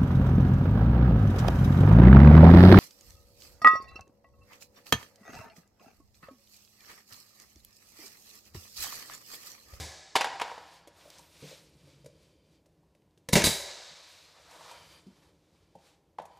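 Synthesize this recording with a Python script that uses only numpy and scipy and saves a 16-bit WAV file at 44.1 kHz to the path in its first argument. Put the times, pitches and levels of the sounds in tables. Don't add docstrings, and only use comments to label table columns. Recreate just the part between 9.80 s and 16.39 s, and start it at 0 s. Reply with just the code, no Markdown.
import sys
import numpy as np
from scipy import signal
from scipy.fft import rfft, irfft
from scipy.io import wavfile
from scipy.ndimage import uniform_filter1d

SR = 44100
rng = np.random.default_rng(int(sys.argv[2]) if len(sys.argv) > 2 else 0)


def to_wav(s):
    ch = np.atleast_2d(s).T
    pcm = np.round(np.clip(ch, -1, 1) * 32767)
    wavfile.write(sys.argv[1], SR, pcm.astype(np.int16))


def gain_from_decibels(decibels):
    exponent = np.asarray(decibels, float) / 20
    return 10 ** exponent


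N = 290619
LEAD = SR // 2
M = N + LEAD

# start_s, body_db, metal_db, crack_db, crack_t60_s
BLOWS = [
    (3.488, -42, -38.5, -28.5, 0.023),
    (3.5316, -18.5, -30, -16.5, 0.045),
    (3.555, -22, -16.5, -15.5, 0.22),
    (3.5599, -20, -30.5, -30, .03),
    (3.62, -34, -24, -28.5, .012),
    (3.641, -28, -28, -19.5, 0.025),
    (3.670, -26, -27, -23.5, 0.055),
]
# pitch_hz, level_db, t60_s
BODY_MODES = [(72, -9, 0.1), (100, -6, 0.12), (147, 0.5, 0.087), (178, 2, 0.09), (217, 0.5, 0.09),
              (297, -7, 0.15), (369, -14, 0.08), (403, -14.5, .08), (470, -13.5, .06), (557, -17.5, .05),
              (618, -15.5, 0.05), (693, -14, .06), (825, -11.5, 0.06), (964, -9, .06)]
# pitch_hz, level_db, t60_s
METAL_MODES = [(1254, -14, .05), (1703, -4.5, 0.068), (1990, -9, .03), (2223, -6, 0.06),
               (2293, -4.5, 0.036), (2700, -9.5, 0.045), (3660, -6, 0.036), (5000, -10.5, .015),
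               (6270, -3.5, 0.026), (9200, -4.5, 0.013)]
# freq_hz, density_db
BLOW_CRACK = [(180, -31), (300, 3.5), (912, -6.5), (1340, -16.5), (1660, -8), (1800, -10), (2230, -4),
              (2640, -11.5), (6360, -11.5), (15800, -28)]
# freq_hz, density_db
JET = [(590, -32.5), (1000, -8.5), (1740, -16), (2190, -10), (2350, -14.5), (3250, -7.5), (3820, -3.5),
       (4390, -6.5), (9750, -8.5), (15800, -17)]
# pitch_hz, width_hz, level_db
PORTS = [(2220, 40, -5), (3920, 30, -1.5), (4710, 46, -2.5), (6370, 60, -10), (6970, 35, -6),
         (7860, 60, -8.5), (9100, 40, -12), (10200, 90, -9.5)]
# start_s, level_db, rise_s, hold_s, t60_s
INLET = [
    (3.486, -43, .002, 0.0045, 0.069),
    (3.523, -20.5, 0.011, 0.0043, 0.043),
    (3.543, -32.5, 0.0069, 0.012, 0.034),
]
# start_s, level_db, rise_s, hold_s, t60_s
EXHAUST = [
    (3.637, -21.5, 0.0036, 0.028, 0.089),
    (3.677, -29, 0.0036, 0.012, 0.42),
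]
INLET_WHISTLE_DB, EXHAUST_WHISTLE_DB = -11.5, 3
EARLIER_S, EARLIER_DB, EARLIER_BODY_DB, EARLIER_PORTS_DB = 3.8, -1.5, -9, -12.5

# start_s, peak_db, ring_hz, crack_over_ring_db
STRIP_KNOCKS = [(0.355, -11, 916, 0.5), (0.362, -9.5, 796, -0.5), (0.383, -37, 790, 0),
                (0.409, -15.5, 899, 1), (0.415, -19.5, 870, 0), (0.444, -18, 832, -1),
                (0.457, -24.5, 850, -3), (0.47, -27, 880, -2), (0.501, -31, 840, -9), (.515, -36, 830, -4),
                (0.529, -31, 824, -2), (0.555, -35.5, 710, 5), (0.598, -26, 1107, 2.5),
                (0.6125, -23.5, 865, 0), (0.616, -20, 800, 2), (0.63, -34, 905, -10), (.647, -40, 910, 7),
                (0.663, -35, 872, -2), (0.678, -32, 814, -2), (.695, -36, 900, 1), (0.716, -29, 890, -7),
                (.74, -39, 840, 0), (0.779, -28.5, 862, -9), (6.385, -24, 868, -13), (6.398, -34, 610, -4)]
# start_s, peak_db, ring_hz, crack_over_ring_db
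TAPS = [(1.074, -42, 557, -8), (1.185, -53.5, 570, -20), (1.253, -46, 580, -20), (1.277, -50, 570, -18),
        (1.39, -47.5, 957, -13.5), (1.623, -38, 470, -26.5), (1.638, -45, 446, -18), (1.652, -46, 523, -20),
        (1.713, -41, 525, -20), (1.726, -44.5, 527, -20), (2.074, -53.5, 519, -13.5),
        (2.245, -48.5, 540, -12), (2.26, -41.5, 521, -9), (2.86, -59.5, 576, -6), (3.03, -65.5, 932, -16),
        (3.15, -62.5, 600, -8), (3.376, -55, 338.6, -9), (3.488, -29.5, 523, -15),
        (4.712, -49.5, 900, -5.5), (4.76, -47.5, 595, -13), (4.809, -44, 910, -13),
        (4.859, -46, 926, -12.5), (4.913, -39, 978, -9.5), (5.492, -57.5, 491, -13), (5.953, -44, 800, -20),
        (5.955, -48.5, 518, -23.5), (6.419, -46, 873, -12), (6.454, -43, 788, -10),
        (6.571, -52.5, 980, -10)]
# ratio_to_ring, level_db
WOOD_MODES = [(.36, -21.5), (.56, -7.5), (0.72, -11.5), (0.881, -3), (0.998, 3), (1.13, -3), (1.271, -17),
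              (1.9, -10.5), (2.02, -9), (2.3, -11), (2.9, -13.5)]
# start_s, peak_db, pitch_hz, t60_s
THUMPS = [
    (-0.054, -29, 78, 0.37),
    (-.05, -39.5, 128.7, 0.32),
    (1.623, -41.5, 149.6, 0.26),
    (3.197, -59, 205, .06),
    (3.641, -24.5, 78.4, 0.098),
    (4.109, -55.5, 164, 0.15),
    (5.266, -39, 193.5, 0.13),
    (5.954, -46, 177, 0.08),
    (6.386, -55, 167, 0.32),
]
# start_s, peak_db, centre_hz
TICKS = [(1.076, -61, 6950), (1.3023, -36.5, 4200), (1.384, -41, 4800), (1.388, -51, 9000),
         (1.393, -44, 6500), (1.8944, -62, 11500), (2.4294, -63.5, 10500), (2.858, -66, 2140),
         (3.1497, -58.5, 2103), (3.22, -62, 2350), (3.309, -68.5, 4200), (3.376, -57.5, 3200),
         (5.2696, -56, 4610), (5.4298, -56.5, 2487)]

# peak_s, rise_s, fall_s, swish_db, dull_over_swish_db
DRAGS = [(0.699, .08, 0.14, -59, 8.5), (.95, 0.16, 0.06, -62.5, -17), (1.2, 0.063, 0.28, -63, -0.5),
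         (1.38, 0.13, 0.079, -59.5, -6.5), (1.69, 0.16, 0.14, -54, -8), (2.1, 0.26, 0.17, -67.5, -5.5),
         (2.45, 0.18, 0.11, -71, -10), (2.75, 0.14, 0.046, -75, -9), (4.33, .2, 0.27, -61, -11.5),
         (4.58, .12, 0.16, -70, 4.5), (4.73, 0.089, 0.119, -60.5, 1), (4.9, 0.19, 0.13, -55.5, 2.5),
         (5.13, 0.2, 0.091, -61.5, -3), (5.45, 0.37, 0.088, -71, -1), (5.8, 0.3, 0.17, -76, -2.5),
         (6.07, 0.078, 0.083, -65, -4), (6.52, 0.037, 0.35, -77, 6)]
# freq_hz, density_db
RUB_DULL = [(150, -53.5), (250, -26.5), (429, -13.5), (493, -0.5), (795, -4), (988, -2.5), (2000, -10),
            (2600, -27.5), (4400, -120)]
# freq_hz, density_db
RUB_BRIGHT = [(760, -27), (1300, -10.5), (2070, -4.5), (2300, -1), (2820, -3), (4040, -0.5), (4990, -3),
              (5510, -3.5), (8000, -9), (10400, -32), (17600, -120)]
# freq_hz, density_db
RUB_TOP = [(4120, -26.5), (7000, -6.5), (8920, 1), (11100, -3.5), (13800, -7), (15800, -17.5)]
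STROKE_ROUND, TOP_DB, TOP_PER_WEIGHT = 1.4, -10, -0.077
LEAK_S, LEAK_DB, LEAK_T60_S, LEAK_DULL_DB, LEAK_TOP_DB = 3.88, -51.5, 2.65, -4.5, -17.5
LEAK_HZ, LEAK_WIDTH_HZ, LEAK_RING_DB = 3960, 1100, -2

# time_s, pitch_hz, level_db
SLIDES = [
    [(1.13, 6600, -90), (1.17, 8200, -81), (1.21, 8900, -80), (1.26, 10100, -76), (1.3, 9000, -78),
     (1.33, 8200, -92)],
    [(1.11, 6200, -90), (1.17, 12500, -82), (1.23, 14900, -81), (1.3, 15500, -82), (1.345, 13500, -81),
     (1.39, 14300, -88)],
    [(1.385, 11700, -90), (1.41, 11200, -80), (1.47, 10300, -78), (1.52, 11300, -81), (1.56, 12600, -92)],
    [(1.5, 8500, -90), (1.53, 9400, -78), (1.6, 12300, -79), (1.65, 13200, -79), (1.7, 14500, -76),
     (1.75, 13300, -79), (1.83, 8800, -81), (1.86, 7500, -92)],
    [(4.96, 10300, -95), (5.0, 9900, -80), (5.1, 9800, -79), (5.17, 10000, -81), (5.23, 7000, -86)],
    [(5.32, 10900, -96), (5.43, 11900, -87), (5.5, 10000, -95)],
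    [(6.49, 10000, -95), (6.59, 12000, -90)],
]
# pitch_ratio, level_db
THREADS = [
    [(.82, -5), (1, 2), (1.4, -3)],
    [(1, 0)],
    [(.8, -4), (1, 0), (1.14, -2), (1.26, 1)],
    [(.72, -7), (.87, -4), (1, 2), (1.3, -5)],
    [(.83, -4), (1, 2), (1.17, -5), (1.35, -1)],
    [(.9, -4), (1, 1)],
    [(.85, -4), (1, 1), (1.1, -3)],
]
# start_s, stop_s, start_db, stop_db
HOSE_PULLS = [
    (0.797, 1.005, -70, -71),
    (2.003, 2.801, -77, -81.5),
    (4.898, 5.203, -58.5, -65),
    (5.217, 5.503, -77, -82.5),
    (5.741, 6.142, -84.5, -82.5),
    (6.493, 6.598, -73.5, -70.5),
]
# pitch_hz, width_hz, level_db
HOSE_WALL = [(2350, 73, 0), (3100, 59, 1.5), (3550, 33, -3.5), (4200, 58, -7), (4700, 51, 2)]
HOSE_START_S, HOSE_STOP_S = 0.041, 0.012
# time_s, pitch_hz, level_db
GROAN = [(1.92, 154, -82), (1.955, 143.4, -64.5), (2.02, 143.6, -67), (2.07, 142, -59), (2.11, 140, -70),
         (2.16, 138, -61), (2.21, 138.3, -66), (2.256, 142, -56), (2.315, 133, -72), (2.35, 128.4, -91)]

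# freq_hz, density_db
RUMBLE = [(15, -55.5), (25, -27), (43, -7.5), (70, -2), (91, -0.5), (114, -9.5), (162, -0.5), (194, -8.5),
          (253, -14), (303, -4), (390, -13), (424, -12), (584, -14.5), (700, -31), (910, -58.5),
          (1540, -120)]
# time_s, level_db
RUMBLE_LEVEL = [(0.3, -68), (1.2, -68), (2.1, -63), (3.2, -69.5), (4.2, -74.5), (5.1, -65), (5.7, -68.5),
                (6.59, -70)]
# peak_s, level_db
SHUDDERS = [
    (0.0, -43.5),
    (.6, -60),
    (3.66, -52),
]
SHUDDER_RISE_S, SHUDDER_FALL_S = 0.09, 0.049
# freq_hz, density_db
HISS = [(240, -29), (400, -2.5), (536, -8.5), (635, -6.5), (707, -8.5), (1010, -9.5), (1230, -18),
        (4410, -22), (15800, -32.5)]
HISS_DB = -76.5

# freq_hz, t60_s
CLOSET_T60 = [(50, 0.45), (200, 0.25), (700, 0.4), (2000, .4), (5000, 0.38), (12000, 0.09)]
# freq_hz, level_db
CLOSET_COLOUR = [(50, -6), (250, -4.5), (500, -1.5), (1000, -0.5), (12000, 0)]
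# freq_hz, t60_s
HALL_T60 = [(50, 0.91), (200, 0.2), (700, 1.364), (2000, 1.4), (4000, 1.6), (7000, 1.2), (12000, 0.23)]
# freq_hz, level_db
HALL_COLOUR = [(50, -3.5), (250, -1.5), (600, 2), (1250, -2), (1800, 1), (2800, -8), (4000, 1),
               (6000, -0.5), (12000, 0)]
ECHO_EDGES_HZ = 22 * 2 ** np.arange(0, 9.6, .5)


def shot(shift_s, level_db, body_shift_db, ports_db):
    out, t = np.zeros(M), np.arange(SR // 3) / SR
    for s, body_db, metal_db, crack_db, crack_t60 in BLOWS:
        body = [(hz, db + body_db + body_shift_db + rng.normal(0, 2.1), t60) for hz, db, t60 in BODY_MODES]
        metal = [(hz, db + metal_db + rng.normal(0, 2.1), t60) for hz, db, t60 in METAL_MODES]
        crack = gain_from_decibels(crack_db - 60 * t / crack_t60) * coloured(BLOW_CRACK, len(t))
        add(out, s - shift_s, modes(body, soft_s=0.0015) + modes(metal, soft_s=0.000058) + crack)
    for puffs, whistle_db in [(INLET, INLET_WHISTLE_DB), (EXHAUST, EXHAUST_WHISTLE_DB)]:
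        for s, db, rise, hold, t60 in puffs:
            add(out, s - shift_s, gain_from_decibels(db) * air_puff(t, rise, hold, t60, whistle_db + ports_db))
    return gain_from_decibels(level_db) * out


def air_puff(t, rise, hold, t60, whistle_db):
    jet = coloured(JET, len(t))
    whistle = sum(gain_from_decibels(db) * resonate(jet, hz, 5 * width) for hz, width, db in PORTS)
    shape = np.minimum(t / rise, 1) ** 2 * gain_from_decibels(-60 * np.maximum(t - rise - hold, 0) / t60)
    return shape * rms_one(jet + gain_from_decibels(whistle_db) * whistle)


def knocks(rows, chatter_s, t60, bright, bright_per_db, upper_db, crack_t60):
    out, t = np.zeros(M), np.arange(SR // 8) / SR
    luck = rng.standard_normal((len(rows), 3, len(WOOD_MODES)))
    grit = filtered(rng.standard_normal((len(rows), len(t))), 1250, "high")
    for (s, db, hz, crack_db), (loud, tune, late), noise in zip(rows, luck, grit):
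        for (ratio, mode_db), a, b, c in zip(WOOD_MODES, loud, tune, late):
            level_db = db - 4.5 + mode_db + 1.5 * a
            level_db += (upper_db + 0.92 * crack_db) * (ratio > 1.5)
            mode = (hz * ratio * (1 + 0.029 * b), level_db, t60 / ratio ** 0.24)
            add(out, s - chatter_s * (1 - abs(c)), modes([mode], soft_s=1.1 * chatter_s))
        edge_hz = 1000 * 2 ** np.clip(bright + bright_per_db * db, 0, 4)
        slow = filtered(noise, min(.6 * edge_hz, 17000), "low")
        fast = filtered(noise, min(1.6 * edge_hz, 17000), "low")
        crack = gain_from_decibels(-60 * t / crack_t60) * slow + gain_from_decibels(-12 - 60 * t / (.35 * crack_t60)) * fast
        onset = np.minimum(t / (2 * chatter_s), 1)
        add(out, s - chatter_s, gain_from_decibels(db + crack_db + 1.5) * onset * crack)
    return out


def thumps():
    out = np.zeros(M)
    for s, db, hz, t60 in THUMPS:
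        rows = [(hz, db, t60), (1.25 * hz, db - 6.5, t60), (1.9 * hz, db - 6.0, .5 * t60)]
        add(out, s, modes(rows, soft_s=0.0049))
    return out


def ticks():
    out, t = np.zeros(M), np.arange(SR // 20) / SR
    for s, db, hz in TICKS:
        snap = rms_one(resonate(rng.standard_normal(len(t)), hz, 0.33 * hz))
        add(out, s, gain_from_decibels(db - 7.0 - 60 * t / 0.02) * snap)
    return out


def cloth_and_leak():
    peak, rise, fall, db, weight = np.transpose(DRAGS)
    since = clock() - LEAK_S
    leak = gain_from_decibels(LEAK_DB - 60 * since / LEAK_T60_S) * np.clip(since / 0.059 + 1, 0, 1)
    port = resonate(rng.standard_normal(M), LEAK_HZ, LEAK_WIDTH_HZ)
    out = gain_from_decibels(LEAK_RING_DB) * leak * rms_one(resonate(port, LEAK_HZ, 2 * LEAK_WIDTH_HZ))
    layers = [(RUB_DULL, weight, LEAK_DULL_DB), (RUB_BRIGHT, 0, 0),
              (RUB_TOP, TOP_DB + TOP_PER_WEIGHT * weight, LEAK_TOP_DB)]
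    for colour, extra_db, leak_db in layers:
        strokes = humps(peak, rise, fall, db + extra_db, STROKE_ROUND)
        level = np.hypot(strokes, gain_from_decibels(leak_db) * leak)
        out = out + level * gain_from_decibels(1.2 * drift(45)) * coloured(colour, M)
    return out


def thread_whistles():
    return sum(gain_from_decibels(db) * tone(rows, ratio, wobble=.005, flutter_db=3)
               for rows, threads in zip(SLIDES, THREADS) for ratio, db in threads)


def hose():
    white, t = rng.standard_normal(M), clock()
    scuff, pulls = np.zeros(M), np.zeros(M)
    for hz, width, db in HOSE_WALL:
        ring = resonate(resonate(white, hz, 4.2 * width), hz, 4.2 * width)
        scuff += gain_from_decibels(db) * ring / np.sqrt(width)
    for start, stop, start_db, stop_db in HOSE_PULLS:
        fade = np.minimum((t - start) / HOSE_START_S, (stop - t) / HOSE_STOP_S) + 1
        pulls += gain_from_decibels(np.interp(t, [start, stop], [start_db, stop_db])) * np.clip(fade, 0, 1)
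    return pulls * gain_from_decibels(0.98 * drift(41)) * rms_one(scuff)


def groan():
    return tone(GROAN, 1.0, wobble=0.011, flutter_db=-0.5)


def rumble():
    peak, db = np.transpose(SHUDDERS)
    shaken = humps(peak, SHUDDER_RISE_S, SHUDDER_FALL_S, db, roundness=1.2)
    return np.hypot(gain_from_decibels(np.interp(clock(), *np.transpose(RUMBLE_LEVEL))), shaken) * coloured(RUMBLE, M)


def hiss():
    return gain_from_decibels(HISS_DB) * coloured(HISS, M)


def room(x):
    t = np.arange(int(1.8 * SR)) / SR
    white, echo = rng.standard_normal((2, len(t))), 0
    for k, (low, high) in enumerate(zip(ECHO_EDGES_HZ, ECHO_EDGES_HZ[1:])):
        hz = np.sqrt(low * high)
        band = filtered(white[k % 2], [low, high], "band")
        near = gain_from_decibels(-37.5 + at_hz(CLOSET_COLOUR, hz) - 60 * t / at_hz(CLOSET_T60, hz))
        far = gain_from_decibels(-47.5 + at_hz(HALL_COLOUR, hz) - 60 * t / at_hz(HALL_T60, hz))
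        echo = echo + band * np.hypot(near * np.minimum(t / 0.002, 1), far * np.minimum(t / 0.025, 1))
    return signal.fftconvolve(x, echo)[:M]


def modes(rows, soft_s):
    t = np.arange(SR // 3) / SR
    hz, level_db, t60 = (c[:, None] for c in np.transpose(rows))
    rings = gain_from_decibels(level_db - 60 * t / t60) * np.sin(2 * np.pi * hz * t)
    return rings.sum(0) * (1 - np.exp(-t / soft_s))


def tone(rows, ratio, wobble, flutter_db):
    s, hz, db = np.transpose(rows)
    out, t = np.zeros(M), np.arange(s[0], s[-1], 1 / SR)
    chance = rng.standard_normal((2, 200))
    wander, flutter = (np.interp((t - s[0]) * 120, np.arange(200), c) for c in chance)
    glide = uniform_filter1d(np.interp(t, s, hz), size=1500, mode="nearest")
    pitch = ratio * glide * (1 + wobble * wander)
    level = gain_from_decibels(np.interp(t, s, db) + flutter_db * flutter) * (pitch < 15600)
    add(out, s[0], np.sqrt(2) * level * np.sin(2 * np.pi * np.cumsum(pitch) / SR))
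    return out


def humps(peak_s, rise_s, fall_s, db, roundness):
    peak, rise, fall, db = (np.reshape(v, (-1, 1)) for v in (peak_s, rise_s, fall_s, db))
    coarse = clock()[::64]
    t = coarse - peak
    far = np.where(t < 0, -t / rise, t / fall)
    gain = np.sqrt((gain_from_decibels(db - 10 * far ** roundness) ** 2).sum(0))
    return np.interp(clock(), coarse, gain)


def coloured(spectrum, size):
    hz = np.maximum(np.fft.rfftfreq(size, 1 / SR), 1)
    return rms_one(irfft(rfft(rng.standard_normal(size)) * gain_from_decibels(at_hz(spectrum, hz)), size))


def resonate(x, hz, width):
    r = np.exp(-np.pi * width / SR)
    poles = [1, -2 * r * np.cos(2 * np.pi * hz / SR), r * r]
    return signal.lfilter((1 - r * r) / 2 * np.array([1, 0, -1]), poles, x)


def filtered(x, hz, kind):
    return signal.sosfilt(signal.butter(2, hz, kind, fs=SR, output="sos"), x)


def drift(rate_hz):
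    knots = rng.standard_normal(int(M / SR * 60) + 2)
    return np.interp(np.arange(M) / SR * np.clip(rate_hz, .1, 59), np.arange(len(knots)), knots)


def at_hz(points, hz):
    table_hz, value = np.transpose(points)
    return np.interp(np.log(hz), np.log(table_hz), value)


def rms_one(x):
    return x / np.sqrt(np.mean(x ** 2) + 1e-30)


def clock():
    return (np.arange(M) - LEAD) / SR


def add(track, s, sound):
    i = LEAD + round(s * SR)
    track[i:i + len(sound)] += sound[:M - i]


def scene():
    shots = shot(0, 0, 0, 0) + shot(EARLIER_S, EARLIER_DB, EARLIER_BODY_DB, EARLIER_PORTS_DB)
    strip = knocks(STRIP_KNOCKS, chatter_s=.001, t60=.03, bright=2.844, bright_per_db=0.04,
                   upper_db=1.0, crack_t60=.065)
    taps = knocks(TAPS, chatter_s=0.0009, t60=0.054, bright=1.8, bright_per_db=-0.34,
                  upper_db=-5.5, crack_t60=.06)
    hits = shots + strip + taps + thumps() + ticks()
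    rubs = cloth_and_leak() + thread_whistles() + hose()
    mono = (hits + room(hits) + rubs + groan() + rumble() + hiss())[LEAD:]
    return np.array([mono, mono])


def low_pass(x):
    return signal.sosfilt(signal.butter(12, 15830, fs=SR, output="sos"), x)


def record(dry):
    x = filtered(dry, 45, "high")
    x = x / (1 + (np.abs(x) / .37) ** 4) ** .25
    level = np.sqrt(uniform_filter1d(x[0] ** 2, size=512) + 1e-14)
    grain_colour = [(30, -2.5), (150, 1.0), (350, 10), (1000, -4.0), (5000, -1.5), (10000, 0.0), (16000, -1.5)]
    grain = gain_from_decibels(-32.5) * level * coloured(grain_colour, N)
    x = x + grain * [[1], [-1]]
    mix = signal.sosfilt(signal.cheby2(16, 60, 16000, fs=SR, output="sos"), x)
    return low_pass(mix)


dry = scene()
out = record(dry)
to_wav(out)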